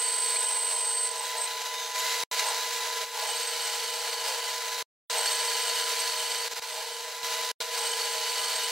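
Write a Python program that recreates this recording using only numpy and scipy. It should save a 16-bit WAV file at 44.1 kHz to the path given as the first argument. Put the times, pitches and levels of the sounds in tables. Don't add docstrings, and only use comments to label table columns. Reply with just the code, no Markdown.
import sys
import numpy as np
from scipy.fft import rfft, irfft, next_fast_len
from scipy.io import wavfile
from scipy.ndimage import uniform_filter1d, map_coordinates

SR = 44100
rng = np.random.default_rng(int(sys.argv[2]) if len(sys.argv) > 2 else 0)


def store_pcm(level_fs):
    pcm = np.round(np.clip(level_fs, -1, 1) * 32767).astype(np.int16)
    wavfile.write(sys.argv[1], SR, np.atleast_2d(pcm).T)


N = 384111

MOTOR_HZ = 49.55
# pitch_hz, width_hz, level_db
GUARD_RINGS = [(1332, 120, -1.5), (1467, 110, -1), (1652, 110, 2), (1818, 58, -1), (2016, 130, 0.5),
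               (2207, 240, -2), (2433, 220, -0.5), (2838, 100, 3), (3180, 530, -3), (3875, 520, 1),
               (4435, 850, -0.5), (5200, 1100, -5), (5990, 340, -3.5), (6340, 310, -2), (6680, 170, -1.5),
               (7610, 540, -3), (11400, 700, -10.5)]
# start_s, end_s, scrape_db, tip_ring_db
TOOL_PASSES = [(-.1, 1.076, -44, -32), (3.14, 4.48, -42.3, -43.5), (5.062, 6.42, -38.5, -39.5),
               (6.597, 6.95, -46, -53), (7.676, 8.8, -39, -46.5)]


def cutting(tip_hz=8205, tip_width_hz=75, settle_db_per_s=7):
    # pitch_hz, width_hz, level_db
    holder_rings = [(630, 11, 1.5), (2963, 55, 3.5), (3096, 77, 2), (4400, 66, 2.5), (4483, 74, 5),
                    (4510, 40, 0.5), (9980, 630, -13.5)]
    # middle_s, length_s, level_db
    flares = [(1.22, .25, -46), (1.42, .13, -34.5), (2.47, 0.079, -38), (6.28, .12, -47), (7.85, 0.21, -43),
              (8.5, .5, -46)]
    scrape, ring = np.zeros(N), np.zeros(N)
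    for depth, (start, _, scrape_db, tip_db) in zip(cut_depths(), TOOL_PASSES):
        scrape += depth * amp(scrape_db)
        ring += depth * amp(tip_db - settle_db_per_s * (clock() - start))
    ring = np.hypot(ring, swells(flares))
    slips = amp(2.5 * wobble(300) + 2 * np.sin(2 * np.pi * MOTOR_HZ * clock()))
    holder = amp(1.2) * scrape * noise(resonances(holder_rings), slips)
    tip = amp(4.5) * ring * noise(resonances([(tip_hz, tip_width_hz, 0)]), slips)
    fuzz = amp(-7.5) * ring * noise(resonances([(8230, 470, 0)]), slips)
    return holder + fuzz + (1 - squealing()) * tip


def squeal(pitch_hz=8136, rise_hz_per_s=15, level_db=-30, sway=0.45, throb=0.21, rough=0.18):
    motor = 2 * np.pi * MOTOR_HZ * clock()
    phase = turning(pitch_hz + rise_hz_per_s * clock()) + sway * np.sin(2 * motor) + rough * wobble(320)
    strength = 1 + throb * np.sin(motor) - 0.1 * np.cos(2 * motor) + rough * wobble(250)
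    sides = np.array([[.5], [-.5]])
    return squealing() * amp(level_db - 2 * sides) * unit(strength * np.sin(phase + 0.72 * sides))


def headstock(rattle_db, drone_db):
    # pitch_hz, level_db
    rattle_colour = [(330, -51), (430, -8.5), (900, -10.5), (1170, -8.5), (1400, -5), (2200, -5),
                     (3400, -2), (4300, -1.5), (6300, -3), (7000, -5), (8800, -7.5), (11500, -9.5),
                     (12800, -13), (15700, -11.5)]
    # pitch_hz, width_hz, level_db
    bed_rings = [(466, 74, -8.5), (634, 35, 0), (709, 61, -9), (780, 63, -10), (846, 42, -0.5),
                 (890, 21, 3), (950, 54, -3), (1030, 130, -6.5)]
    # pitch_hz, level_db
    rumble_colour = [(25, -3), (120, -3.5), (230, 0), (350, 4.5), (500, -15.5)]
    knocks = amp(1.2 * wobble(600) + 0.95 * wobble(60) + 0.47 * np.sin(2 * np.pi * MOTOR_HZ * clock()))
    ripple = lambda f: metal_ripple(f, spacing_hz=14, depth_db=2.8)
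    hiss = amp(rattle_db - 2.5) * noise(lambda f: amp(along(rattle_colour, f)) * ripple(f), knocks)
    guards = amp(rattle_db - 3.5) * noise(lambda f: resonances(GUARD_RINGS)(f) * ripple(f), knocks)
    bed = amp(drone_db - 0.5) * noise(resonances(bed_rings), knocks)
    rumble = amp(rattle_db - 44) * noise(lambda f: amp(along(rumble_colour, f)))
    return hiss + guards + bed + rumble


def gears(fast_db, slow_db, rattle_db):
    # pitch_hz, level_db
    fast_tones = [(988, -15), (1000, 1.5), (1012.4, -30.5), (2000.5, -7.5), (3000, -19)]
    # pitch_hz, level_db
    slow_tones = [(420, -25), (444.7, -5.5), (468, 3.5), (492.5, -4), (541.5, -15.5)]
    # pitch_hz, level_db
    bearing_tones = [(630, -7), (642, -2), (694, -8), (792, -6.5), (843, -2), (926, -1), (1480, -5.5),
                     (1830, -6), (2697, -5.5), (2966, 0.5), (3832, -4), (3957, 0.5), (4026, -5)]
    whine = tones(fast_tones, 1 + 0.0006 * wobble(6), smear=.15, flutter_db=0.5)
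    growl = tones(slow_tones, 1 + 0.00307 * wobble(5), smear=0.43, flutter_db=0)
    bearings = tones(bearing_tones, 1 + 0.001005 * wobble(5), smear=.7, flutter_db=4.5)
    return amp(fast_db + 1.8) * whine + amp(slow_db - 1.43) * growl + amp(rattle_db - 14) * bearings


def chips(fade_s=0.042, crack_db=-5, attack_s=0.00054):
    # start_s, level_db
    strikes = [(1.958, -21), (2.0, -23), (2.394, -11), (2.44, -22.5), (3.247, -30), (5.257, -15.5),
               (5.581, -24), (8.052, -28)]
    blows = np.zeros(N)
    for start, db in strikes:
        age = np.maximum(clock() - start, 0)
        blows += amp(db - 9 - 60 * age / fade_s) * (1 - np.exp(-age / attack_s))
    tick = noise(resonances(GUARD_RINGS))
    crack = amp(crack_db) * noise(resonances([(5000, 14000, 0)]))
    return blows * (tick + crack)


def squeaks(rough=0.64):
    # start_s, length_s, start_hz, end_hz, level_db
    drags = [(0.01, .35, 4550, 4520, -46), (0.356, 0.027, 4210, 4620, -37),
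             (0.36, 0.023, 2250, 2640, -40.5), (0.968, .045, 4500, 4510, -42.5),
             (1.705, 0.27, 3680, 3670, -45.5), (1.718, 0.41, 6530, 6380, -49.5),
             (1.796, 0.14, 6200, 6050, -49.5), (1.985, .03, 7010, 6980, -39.5),
             (1.986, 0.026, 11660, 11500, -44), (2.032, .16, 2040, 2090, -44),
             (5.274, .017, 4370, 4620, -32), (6.43, 0.014, 4520, 4580, -36)]
    out = np.zeros(N)
    for start, length, start_hz, end_hz, db in drags:
        progress = np.clip((clock() - start) / length, 0, 1)
        phase = turning(start_hz + (end_hz - start_hz) * progress) + rough * wobble(150)
        out += amp(db + 6.5) * np.sin(np.pi * np.sqrt(progress)) * np.sin(phase)
    return out


def groans():
    # start_s, length_s, start_hz, end_hz, lowest_tone_db, overtones_db
    rubs = [(2.44, 0.068, 1007, 800, -39, -52), (4.248, 0.153, 565, 459, -42.5, -62),
            (8.325, 0.202, 420, 396, -60, -46)]
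    out = np.zeros(N)
    for start, length, start_hz, end_hz, lowest_db, overtones_db in rubs:
        progress = np.clip((clock() - start) / length, 0, 1)
        phase = turning(start_hz + (end_hz - start_hz) * progress) + .2 * wobble(60)
        overtones = amp(overtones_db) * (np.sin(2 * phase) + np.sin(3 * phase))
        out += np.sin(np.pi * progress) * (amp(lowest_db) * np.sin(phase) + overtones)
    return out


def idle_rasp(grit_db=6.5):
    clear = np.clip(1 - sum(cut_depths()), 0, 1)
    return clear * noise(resonances([(3920, 290, 0)]), amp(grit_db * wobble(250)))


def bumps(width_s=0.00046):
    # middle_s, level_db
    pushes = [(2.237, -47), (3.044, -50), (4.781, -51), (4.825, -51.5), (6.535, -56), (6.597, -47),
              (7.234, -44)]
    return sum(amp(db) * np.exp(-np.minimum(((clock() - s) / width_s) ** 2, 20)) for s, db in pushes)


def cut_depths(feed_in_s=.13, run_out_s=.14):
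    return [held(start, end, feed_in_s, run_out_s) for start, end, _, _ in TOOL_PASSES]


def squealing():
    return held(start=-.05, end=1.06, rise_s=0.056, fade_s=0.056)


def machine_levels(usual_rattle_db=-33.5, bed_db=-46, growl_db=-46, wander_db=1.7):
    # time_s, level_db
    rattle_levels = [(0, -35), (.35, -34.3), (.6, -36), (1.1, -37), (1.25, -34.5), (1.944, -36.5),
                     (1.95, -30.5), (2.42, -30), (2.62, -32), (4.82, -34), (5.15, -30.2), (6.08, -31),
                     (6.18, -33), (6.48, -33.5), (6.63, -36), (7.225, -38.5), (7.242, -32), (8.7, -32)]
    # time_s, level_db
    whine_levels = [(0, -8), (1.8, -6.5), (2.4, -10), (3.0, -8), (3.4, -13.5), (4.4, -11), (4.8, -8.5),
                    (5.15, -10.5), (6.85, -12.5), (7.2, -8), (7.9, -11.5), (8.7, -11)]
    # time_s, change_db
    sags = [(3.051, -7.5), (7.635, -4)]
    # middle_s, length_s, level_db
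    bites = [(.65, 0.83, -45.5), (1.2, .12, -40.5), (1.4, .18, -40.5), (2.485, .16, -33),
             (3.25, 0.3, -38.5), (4.25, 0.72, -42.5), (5.2, .22, -35.5), (6.78, 0.32, -46.5),
             (7.79, 0.14, -39)]
    rattle_db, whine_db = curve(rattle_levels), curve(whine_levels)
    sag_db = sum(db * held(s - .01, s + .04, rise_s=.01, fade_s=.12) for s, db in sags)
    excess_db = rattle_db - usual_rattle_db
    drone_db = 20 * np.log10(np.hypot(amp(bed_db + 0.51 * excess_db), swells(bites)))
    slow_db = growl_db + 0.86 * excess_db + wander_db * wobble(6)
    return sag_db + np.array([rattle_db, drone_db, rattle_db + whine_db, slow_db])


def left_and_right(hz, ripple_db=1):
    # pitch_hz, left_minus_right_db
    balance = [(500, -.5), (1500, 0), (3000, 0.4), (5500, -2), (9000, 0), (14000, -2.5)]
    # pitch_hz, lead_radians
    left_lead = [(100, -0.15), (6000, -0.21), (8000, -0.078), (12000, .3)]
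    sides = np.array([[.5], [-.5]])
    ripples = np.array([metal_ripple(hz, 171.1, ripple_db * np.minimum(hz / 5000, 1)) for _ in sides])
    return ripples * amp(sides * along(balance, hz)) * np.exp(1j * sides * along(left_lead, hz))


def tones(rows, speed, smear, flutter_db):
    shaft = turning(speed)
    out = np.zeros(N)
    for hz, db in rows:
        strength = amp(db + flutter_db * wobble(9))
        out += strength * np.sin(hz * shaft + smear * wobble(14) + rng.uniform(0, 2 * np.pi))
    return unit(out)


def noise(response, drive=1):
    # pitch_hz, likeness (1 = the same)
    likeness = [(100, .35), (300, 0.86), (430, 1), (900, 0.94), (1400, 0.96), (2700, 1), (3600, 0.9),
                (3960, 0.74), (4450, 1), (5200, 0.84), (7100, 0.52), (7700, 0.66), (9000, 0.56),
                (14000, .33)]

    def split(hz):
        angle = np.arccos(np.clip(along(likeness, hz), -1, 1)) / 2
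        return response(hz) * np.array([np.cos(angle), np.sin(angle)])

    mid, side = filtered(drive * rng.standard_normal((2, N)), split)
    return unit(np.array([mid + side, mid - side]))


def resonances(rings, bass_cut_hz=400):
    power = lambda f: sum(amp(db) ** 2 / (1 + (2 * (f - hz) / width) ** 2) ** 2
                          for hz, width, db in rings)
    return lambda f: np.sqrt(power(f) / (1 + (bass_cut_hz / (f + 1)) ** 30))


def metal_ripple(hz, spacing_hz, depth_db):
    knots = np.arange(0, SR / 2, spacing_hz)
    return amp(depth_db * np.interp(hz, knots, rng.standard_normal(len(knots))))


def filtered(x, response):
    size = next_fast_len(N + SR // 4)
    return irfft(rfft(x, size) * response(np.fft.rfftfreq(size, 1 / SR)), size)[..., :N]


def wobble(rate):
    knots = rng.standard_normal(int(N * rate / SR) + 4)
    coarse = clock()[::32]
    return np.interp(clock(), coarse, map_coordinates(knots, [coarse * rate]))


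def held(start, end, rise_s, fade_s):
    return np.clip((clock() - start) / rise_s, 0, 1) * np.clip(1 - (clock() - end) / fade_s, 0, 1)


def swells(rows):
    return sum(amp(db) * np.cos(np.pi * np.clip((clock() - middle) / length, -.5, .5))
               for middle, length, db in rows)


def curve(points):
    return np.interp(clock(), *np.transpose(points))


def along(points, hz):
    pitches, values = np.transpose(points)
    return np.interp(np.log(hz + 1), np.log(pitches + 1), values)


def turning(hz):
    return 2 * np.pi * np.cumsum(hz) / SR


def amp(db):
    return 10 ** (np.asarray(db) / 20)


def unit(x):
    return x / np.sqrt(np.mean(x ** 2) + 1e-20)


def clock():
    return np.arange(N) / SR


def scene():
    rattle_db, drone_db, fast_db, slow_db = machine_levels()
    machine = gears(fast_db, slow_db, rattle_db) + headstock(rattle_db, drone_db)
    machine += amp(rattle_db - 12.5) * idle_rasp() + groans()
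    tool = cutting() + squeal() + squeaks() + chips()
    return filtered(machine + tool, left_and_right)


def record(dry, tail_s=0.042, top_hz=15800):
    # start_s, end_s
    dropouts = [(2.237, 2.3137), (4.8266, 5.0985), (7.516, 7.6034)]
    # start_s, end_s, change_db
    dips = [(6.483, 6.513, -11.5), (6.537, 6.567, -7.5), (6.597, 6.623, -11.5)]
    t, gain = clock(), np.ones(N)
    for start, end in dropouts:
        inside = (t >= start) & (t < end)
        gain[inside] = amp(-21.5 - 60 * (t[inside] - start) / tail_s)
    for start, end, db in dips:
        inside = (t >= start) & (t < end)
        progress = (t[inside] - start) / (end - start)
        gain[inside] = amp(db * (1 - progress ** 4))
    gain = uniform_filter1d(gain, size=50)
    return filtered(dry * gain + bumps(), lambda f: np.clip((top_hz - f) / 100 + .5, 0, 1))


dry = scene()
out = record(dry)
store_pcm(out)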